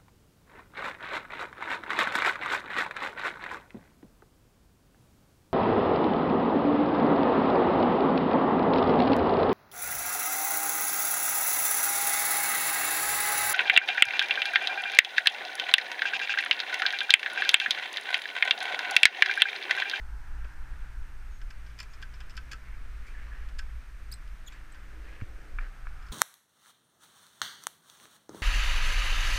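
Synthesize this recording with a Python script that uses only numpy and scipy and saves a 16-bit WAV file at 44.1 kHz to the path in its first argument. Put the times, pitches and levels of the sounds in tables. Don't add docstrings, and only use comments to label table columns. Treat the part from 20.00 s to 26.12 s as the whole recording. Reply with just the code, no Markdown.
import sys
import numpy as np
from scipy import signal
from scipy.fft import rfft, irfft
from scipy.io import wavfile
from scipy.ndimage import uniform_filter1d

SR = 44100
rng = np.random.default_rng(int(sys.argv[2]) if len(sys.argv) > 2 else 0)


def store_pcm(level_fs):
    pcm = np.round(np.clip(level_fs, -1, 1) * 32767).astype(np.int16)
    wavfile.write(sys.argv[1], SR, np.atleast_2d(pcm).T)


N = 269892
TIME = np.arange(N) / SR
FREQ = np.fft.rfftfreq(N, 1 / SR)


def amp(db):
    return 10 ** (np.asarray(db) / 20)


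def unit(x):
    return x / np.sqrt(np.mean(x ** 2) + 1e-20)


def add(mix, start, sound):
    part = mix[max(round(start * SR), 0):][:len(sound)]
    part += sound[:len(part)]


def coloured(x, spectrum):
    hz, db = np.transpose(spectrum)
    gain = amp(np.interp(np.log(FREQ + 1), np.log(hz), db))
    return unit(irfft(rfft(x) * gain, N))


def band(hz, width):
    gain = np.exp(-2 * ((FREQ - hz) / width) ** 2)
    return unit(irfft(rfft(rng.standard_normal(N)) * gain, N))


def chatter(t, decay, rise_s):
    decay = max(decay, 1 / SR)
    force = rng.standard_normal(len(t)) * np.minimum(t / rise_s, 1) * np.exp(-t / decay)
    for _ in range(4):
        flat = irfft(np.exp(1j * np.angle(rfft(force))))
        force = flat * np.exp(-(t / (4 * decay)) ** 4)
    return force


def strikes(contacts, modes, low_hz, soft_hz, rise_s, scatter_db, hollow=False):
    size, lead = 4096, 64
    favour_db, favour_octaves = 7.5, 0.17
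    t, f = np.arange(size) / SR, np.fft.rfftfreq(size, 1 / SR)
    hz, width, mode_db = np.transpose(modes)[:, :, None]
    rings = amp(mode_db) * width * np.exp(-np.pi * width * t) * np.sin(2 * np.pi * hz * t)
    rings[::2] *= -1
    if hollow:
        rings *= np.pi * width * t
    passband = (f / low_hz) ** 4 / np.sqrt((1 + (f / low_hz) ** 8) * (1 + (f / soft_hz) ** 8))
    out = np.zeros(N)
    for start, db, tilt_db, decay, spot_hz in contacts:
        near = np.exp(-(np.log2(hz[:, 0] / spot_hz) / favour_octaves) ** 2)
        ring = amp(favour_db * near + scatter_db * rng.standard_normal(len(modes))) @ rings
        hardness = amp(tilt_db * np.log2(np.clip(f, 1200, 8000) / 3000))
        spectrum = rfft(chatter(t, decay, rise_s)) * rfft(ring) * hardness * passband
        sound = np.roll(irfft(spectrum), lead)
        sound *= np.sqrt(.005 * SR) / np.linalg.norm(sound)
        add(out, start - lead / SR, amp(db) * sound)
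    return out


def clicks():
    # t/s, relative level/dB, tilt/(dB/octave), decay/s, spot f/Hz
    contacts = [(.444, -48.5, -10.5, .005, 2400), (1.415, -48.5, -7.5, 0.0041, 5300),
                (1.504, -50.5, -6, 0.0018, 4870), (1.5075, -47.5, -4.5, 0.0031, 2000),
                (1.663, -50.5, -6, 0.01, 4900), (1.697, -53.5, -4, 0.019, 1960),
                (1.779, -57, -8, 0.0022, 4900), (1.7886, -44, -2, 0.0027, 4700),
                (1.7905, -48, -4, 0.0033, 2400), (1.7965, -45, -3, .0026, 1550),
                (1.801, -38, -2, 0.0034, 5270), (1.8045, -41.5, -5.5, .0033, 2550),
                (1.8135, -48, -4, .005, 5200), (1.828, -52, 8, 0.003, 4630), (1.83, -48.5, -5, .008, 2500),
                (1.934, -50.5, -4, .013, 5000), (2.017, -54, -3, 0.0031, 4630),
                (2.0245, -42, -7.5, 0.0024, 3170), (2.029, -42, -7, 0.0056, 1600),
                (2.138, -49.5, -6, 0.0073, 5040), (2.156, -59, -6, .0032, 7200),
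                (2.2041, -46, -4, .0016, 4840), (2.2088, -48, -7, 0.0044, 3200),
                (2.2962, -54, 1, 0.0036, 5100), (2.304, -49.5, -4, .007, 5230), (2.353, -60, 1, .002, 4800),
                (2.3677, -44.5, 0, 0.0022, 4600), (2.3732, -56, 0, 0.0011, 4800),
                (2.3745, -38, -5, 0.0028, 2900), (2.382, -51, -5, 0.0056, 1550),
                (2.5132, -43, -5, 0.0029, 2400), (2.5167, -41, -0.5, 0.0018, 1820),
                (2.5215, -44.5, 1, 0.0024, 4930), (2.5285, -40, -9, 0.0016, 1300),
                (2.5308, -40, -2, .0033, 1340), (2.538, -46, -8, 0.0043, 1600),
                (3.065, -51.5, -1, .035, 2460), (3.487, -52.5, -6, 0.0064, 3220),
                (3.585, -46, -3, 0.0036, 4670), (3.589, -46, 1, 0.0022, 6900),
                (3.5905, -38.5, -5.5, 0.0026, 5130), (3.5945, -41, -5, .003, 1500),
                (4.124, -51, -6, .01, 2300), (4.275, -58, -3, 0.0055, 2900),
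                (4.521, -47, -5.5, 0.016, 2410), (4.744, -48.5, -7.5, 0.0094, 2120),
                (5.6682, -58.5, -6, .00088, 3760), (6.025, -55.5, -6, 0.005, 5190),
                (6.064, -55, -3, 0.0099, 5200), (6.085, -53.5, -6, 0.0025, 4800)]
    # f/Hz, bandwidth/Hz, relative level/dB
    dull_modes = [(424, 190, -10), (1350, 210, -13), (1650, 183, 1), (2530, 320, -6), (2800, 180, 0.5),
                  (3280, 850, -5), (4600, 300, 1), (4910, 1160, -2.5), (6280, 860, -5.5), (7250, 390, -9),
                  (8260, 550, -9), (10600, 2000, -17.5), (12800, 1200, -20), (14500, 1000, -23)]
    # f/Hz, bandwidth/Hz, relative level/dB
    metal_modes = [(1023, 20, -4), (1234, 23, -8), (1320, 25, -2.5), (1540, 29, 5), (1640, 45, 0.5),
                   (1945, 55, -4), (3120, 78, -6), (2370, 98, -2.5), (2624, 41, -3.5), (3430, 75, -4),
                   (4350, 130, -8), (4730, 110, -3), (5240, 110, -1.5), (5460, 43, -4), (7230, 210, -6.5)]
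    clacks = strikes(contacts, dull_modes, low_hz=880, soft_hz=19000, rise_s=0.0006, scatter_db=2.2)
    clinks = strikes(contacts, metal_modes, low_hz=880, soft_hz=19000, rise_s=0.0009, scatter_db=2.6)
    return amp(-4) * clacks + amp(-3) * clinks


def knocks():
    # t/s, level/dB, tilt/(dB/octave), decay/s, spot f/Hz
    contacts = [(.452, -50.5, 4, 0.01, 1510), (4.2235, -52, -2, 0.0032, 1470),
                (5.2115, -45.5, 0, 0.0014, 1700), (5.5863, -34, 1, 0.0004, 1900),
                (5.5895, -39.5, 3, 0.0005, 2300), (5.8692, -42, -6, 0.0003, 1880)]
    # f/Hz, bandwidth/Hz, relative level/dB
    modes = [(775, 250, -14), (1010, 260, -1.5), (1420, 450, 6.5), (1720, 260, 1.5), (2265, 270, 5),
             (2700, 350, -14), (3520, 500, -9.5)]
    return strikes(contacts, modes, low_hz=850, soft_hz=3000, rise_s=0.00025, scatter_db=1.3, hollow=True)


def squeaks(jitter=0.17, grit=0.6, ring_s=0.0045):
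    # t/s, duration/s, first f/Hz, last f/Hz, roughness (0-1), relative level/dB, tilt/(dB/octave)
    slides = [(1.3, 0.12, 6520, 6600, 0.16, -64.5, -20), (1.894, 0.084, 6660, 6650, 0.25, -65.5, -18),
              (4.115, 0.0041, 4360, 3860, 0.4, -48, 3), (4.121, 0.004, 4450, 4630, 0.2, -47, 2),
              (4.125, 0.0045, 4930, 5100, 0.3, -44, 6), (4.138, 0.0034, 4080, 4095, 0.2, -44.5, 4.5),
              (4.463, 0.0027, 6540, 6750, 0.3, -53, -15), (4.472, 0.0125, 7120, 6630, 0.16, -49.5, -18),
              (4.464, 0.013, 3920, 3460, 0.3, -52, -14), (4.4775, 0.0063, 3295, 3380, 0.05, -53, -1),
              (4.481, 0.005, 3220, 3520, 0.5, -52, -14), (4.528, 0.0069, 3670, 3800, 0.1, -55, -5),
              (4.721, 0.0083, 4040, 4060, 0.2, -65, 8)]
    # f/Hz, bandwidth/Hz, gain/dB
    resonances = [(3440, 170, 5), (4240, 210, -6.5), (5030, 1150, 2), (7140, 680, 0), (8004, 215, 0.5),
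                  (9360, 820, -6.5), (13440, 550, -3)]
    centre, width, peak_db = np.transpose(resonances)[:, :, None]
    out, t = np.zeros(N), np.arange(SR // 8) / SR
    for start, length, first_hz, last_hz, rough, db, tilt_db in slides:
        wobble, grip = (unit(uniform_filter1d(w, size=14)) for w in rng.standard_normal((2, len(t))))
        hz = np.interp(t, [0, length], [first_hz, last_hz])
        uneven_hz = hz * (1 + jitter * rough * wobble)
        phase = 2 * np.pi * np.cumsum(uneven_hz) / SR
        tone = np.zeros(len(t))
        for k in range(1, 5):
            response = (amp(peak_db) / (1 + (2 * (k * hz - centre) / width) ** 2)).sum(0)
            tone += response * amp(tilt_db * np.log2(k)) * np.sin(k * phase)
        rise = np.minimum(t / (0.15 * length), 1)
        ring_out = np.exp(-np.maximum(t - 0.68 * length, 0) / ring_s)
        add(out, start, amp(db) * np.sqrt(2) * tone * rise * ring_out * (1 + grit * rough * grip))
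    return out


def scrapes(slips_per_s=500, edge_s=0.01):
    # t/s, duration/s, first f/Hz, last f/Hz, bandwidth/Hz, level/dB
    drags = [(2.665, 0.094, 2100, 2020, 200, -61.5), (3.06, .06, 2160, 2530, 130, -60.5),
             (3.132, 0.11, 1680, 1730, 110, -57.5), (3.141, .11, 1900, 2200, 160, -62),
             (3.265, 0.074, 1090, 1310, 160, -62.5), (3.308, .075, 1710, 1750, 140, -56),
             (3.414, 0.035, 1620, 1690, 90, -58), (5.598, 0.079, 1600, 1580, 210, -53)]
    out, t = np.zeros(N), np.arange(SR // 6) / SR
    for start, length, first_hz, last_hz, width, db in drags:
        slips = rng.random(len(t)) < slips_per_s / SR
        hz = np.interp(t, [0, length], [first_hz, last_hz])
        carrier = np.exp(2j * np.pi * np.cumsum(hz) / SR)
        pole = np.exp(-2 * np.pi * width / SR)
        ring = (carrier * signal.lfilter([1], np.poly([pole, pole]), slips / carrier)).real
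        press = np.clip(np.minimum(t, length - t) / edge_s, 0, 1)
        add(out, start, amp(db) * ring * press / (ring[t < length].std() + 1e-12))
    return out


def thumps():
    # t/s, peak level/dB, f/Hz, decay/s
    bumps = [(.447, -55, 420, 0.004), (.449, -58, 594, 0.0068), (2.529, -56.5, 347, 0.008),
             (5.2205, -28, 101, 0.0062), (5.2209, -38, 215, 0.0025), (5.564, -45, 96, 0.012),
             (5.8695, -47, 780, 0.0011), (5.537, -27.5, 30, 0.07)]
    out, t = np.zeros(N), np.arange(SR // 2) / SR
    for start, db, hz, decay in bumps:
        since_crest = np.maximum(t - 1 / (4 * hz), 0)
        add(out, start, amp(db) * np.sin(2 * np.pi * hz * t) * np.exp(-(since_crest / (2 * decay)) ** 2))
    return out


def rubs(grain_db=3.0):
    # t/s, duration/s, level/dB
    strokes = [(0.283, 0.33, -63), (0.802, 0.17, -69), (1.05, 0.07, -66), (2.646, 0.12, -66),
               (2.97, 0.6, -59.5), (4.077, 0.17, -74), (4.474, 0.136, -59.5), (5.004, 0.25, -56),
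               (5.59, 0.083, -53.5)]
    # f/Hz, relative level/dB
    cloth = [(500, -7.5), (900, -8), (1200, -3.5), (1400, -10), (1700, 5), (2250, -3), (2800, -4.5),
             (3500, -19), (4300, -17), (7000, -30), (15000, -51)]
    noise = rng.standard_normal(N)
    grain = unit(uniform_filter1d(rng.standard_normal(N), size=120))
    envelope = np.zeros(N)
    for start, length, db in strokes:
        progress = np.clip((TIME - start) / length, 0, 1)
        envelope += amp(db) * np.sqrt(np.maximum(np.sin(np.pi * progress), 0))
    return coloured(noise * amp(grain_db * grain), cloth) * envelope


def rumble(wind_db=-37.5, flutter_db=0.4):
    # f/Hz, relative level/dB
    spectrum = [(8, 1.5), (20, 3.5), (30, 1.5), (42, -2), (57, -4.5), (70, -16), (125, -32), (150, -35),
                (250, -38.5), (400, -41.5), (900, -100)]
    # f/Hz, bandwidth/Hz, level/dB relative to the wind
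    engines = [(53.73, 4.6, -8), (118, 16, -27.5)]
    # middle t/s, half duration/s, level change/dB
    gusts = [(.38, .1, 2.5), (1.45, 0.046, 1.5), (1.8, 0.23, -4.5), (2.61, 0.054, -11), (2.83, .05, 2.5),
             (3.87, 0.047, -4), (4.75, 0.45, -6), (5.73, 0.044, -15.5)]
    wind = coloured(rng.standard_normal(N), spectrum)
    drone = sum(amp(db) * band(hz, width) for hz, width, db in engines)
    swell_db = sum(db * np.exp(-((TIME - middle) / span) ** 2 / 2) for middle, span, db in gusts)
    return (wind + drone) * amp(wind_db + swell_db + flutter_db * band(0, 19))


def air(waver_db=0.5):
    # f/Hz, relative level/dB
    spectrum = [(100, 10), (350, -5), (700, -5.5), (1050, -3), (1300, 2), (1650, 3), (1950, -0.5),
                (2400, -3), (3000, -9), (4200, -16), (6000, -29), (7500, -44), (15500, -74)]
    # t/s, level/dB
    drift = [(0, -59), (.7, -56), (1.2, -58), (2, -55), (3.2, -54.5), (4.2, -57), (4.7, -54.5),
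             (5.4, -56.5), (6.12, -56)]
    level_db = np.interp(TIME, *np.transpose(drift)) + waver_db * band(0, 10)
    return amp(level_db) * coloured(rng.standard_normal(N), spectrum)


def traffic():
    # t/s of closest approach, half duration/s, f/Hz, bandwidth/Hz, level/dB
    vehicles = [(0.19, 0.79, 917, 310, -64.5), (0.47, 0.58, 1525, 480, -59), (0.62, 0.31, 308, 11, -73),
                (5.1, 0.44, 313, 18.4, -68), (5.252, 0.39, 446, 320, -64), (0.66, 0.45, 120, 40, -61.5),
                (1.917, 0.44, 113.7, 15, -61), (2.4, 0.23, 342, 100, -74.5), (5.966, 0.16, 123, 17, -60.5),
                (5.74, 0.44, 760, 180, -70), (6.2, 0.36, 1340, 430, -58)]
    return sum(amp(db) * band(hz, width) * np.exp(-((TIME - nearest) / span) ** 2 / 2)
               for nearest, span, hz, width, db in vehicles)


def camera(hiss_db=-69.5, whine_db=-81, whine_hz=8460, deviation_hz=110, frame_hz=60):
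    # f/Hz, relative level/dB
    spectrum = [(1000, -30), (4000, 3.5), (6000, 5.5), (7500, 0.5), (10000, -1.5), (15500, -4.5)]
    pulse = 1 + .8 * np.sin(2 * np.pi * frame_hz * TIME)
    carrier = np.sin(2 * np.pi * np.cumsum(whine_hz + deviation_hz * band(0, 380)) / SR)
    hiss = coloured(rng.standard_normal(N), spectrum)
    return amp(hiss_db) * hiss + amp(whine_db) * unit(pulse * carrier)


def reflections(direct, wet_db=-14, decay_s=0.015):
    t = np.arange(SR // 8) / SR
    echoes = rng.standard_normal(len(t)) * (rng.random(len(t)) < .1)
    echoes *= (t > .003) * np.exp(-t / decay_s)
    return direct + amp(wet_db) * signal.oaconvolve(direct, echoes / np.linalg.norm(echoes))[:N]


def scene():
    background = rumble() + air() + traffic() + camera()
    soft = thumps() + rubs()
    sharp = squeaks() + clicks() + knocks() + scrapes()
    return (reflections(sharp) + soft + background)[None]


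def record(dry, cutoff_hz=15250):
    lowpass = signal.firwin(511, cutoff_hz, window=("kaiser", 9), fs=SR)
    return signal.oaconvolve(dry, lowpass[None], "same")


dry = scene()
out = record(dry)
store_pcm(out)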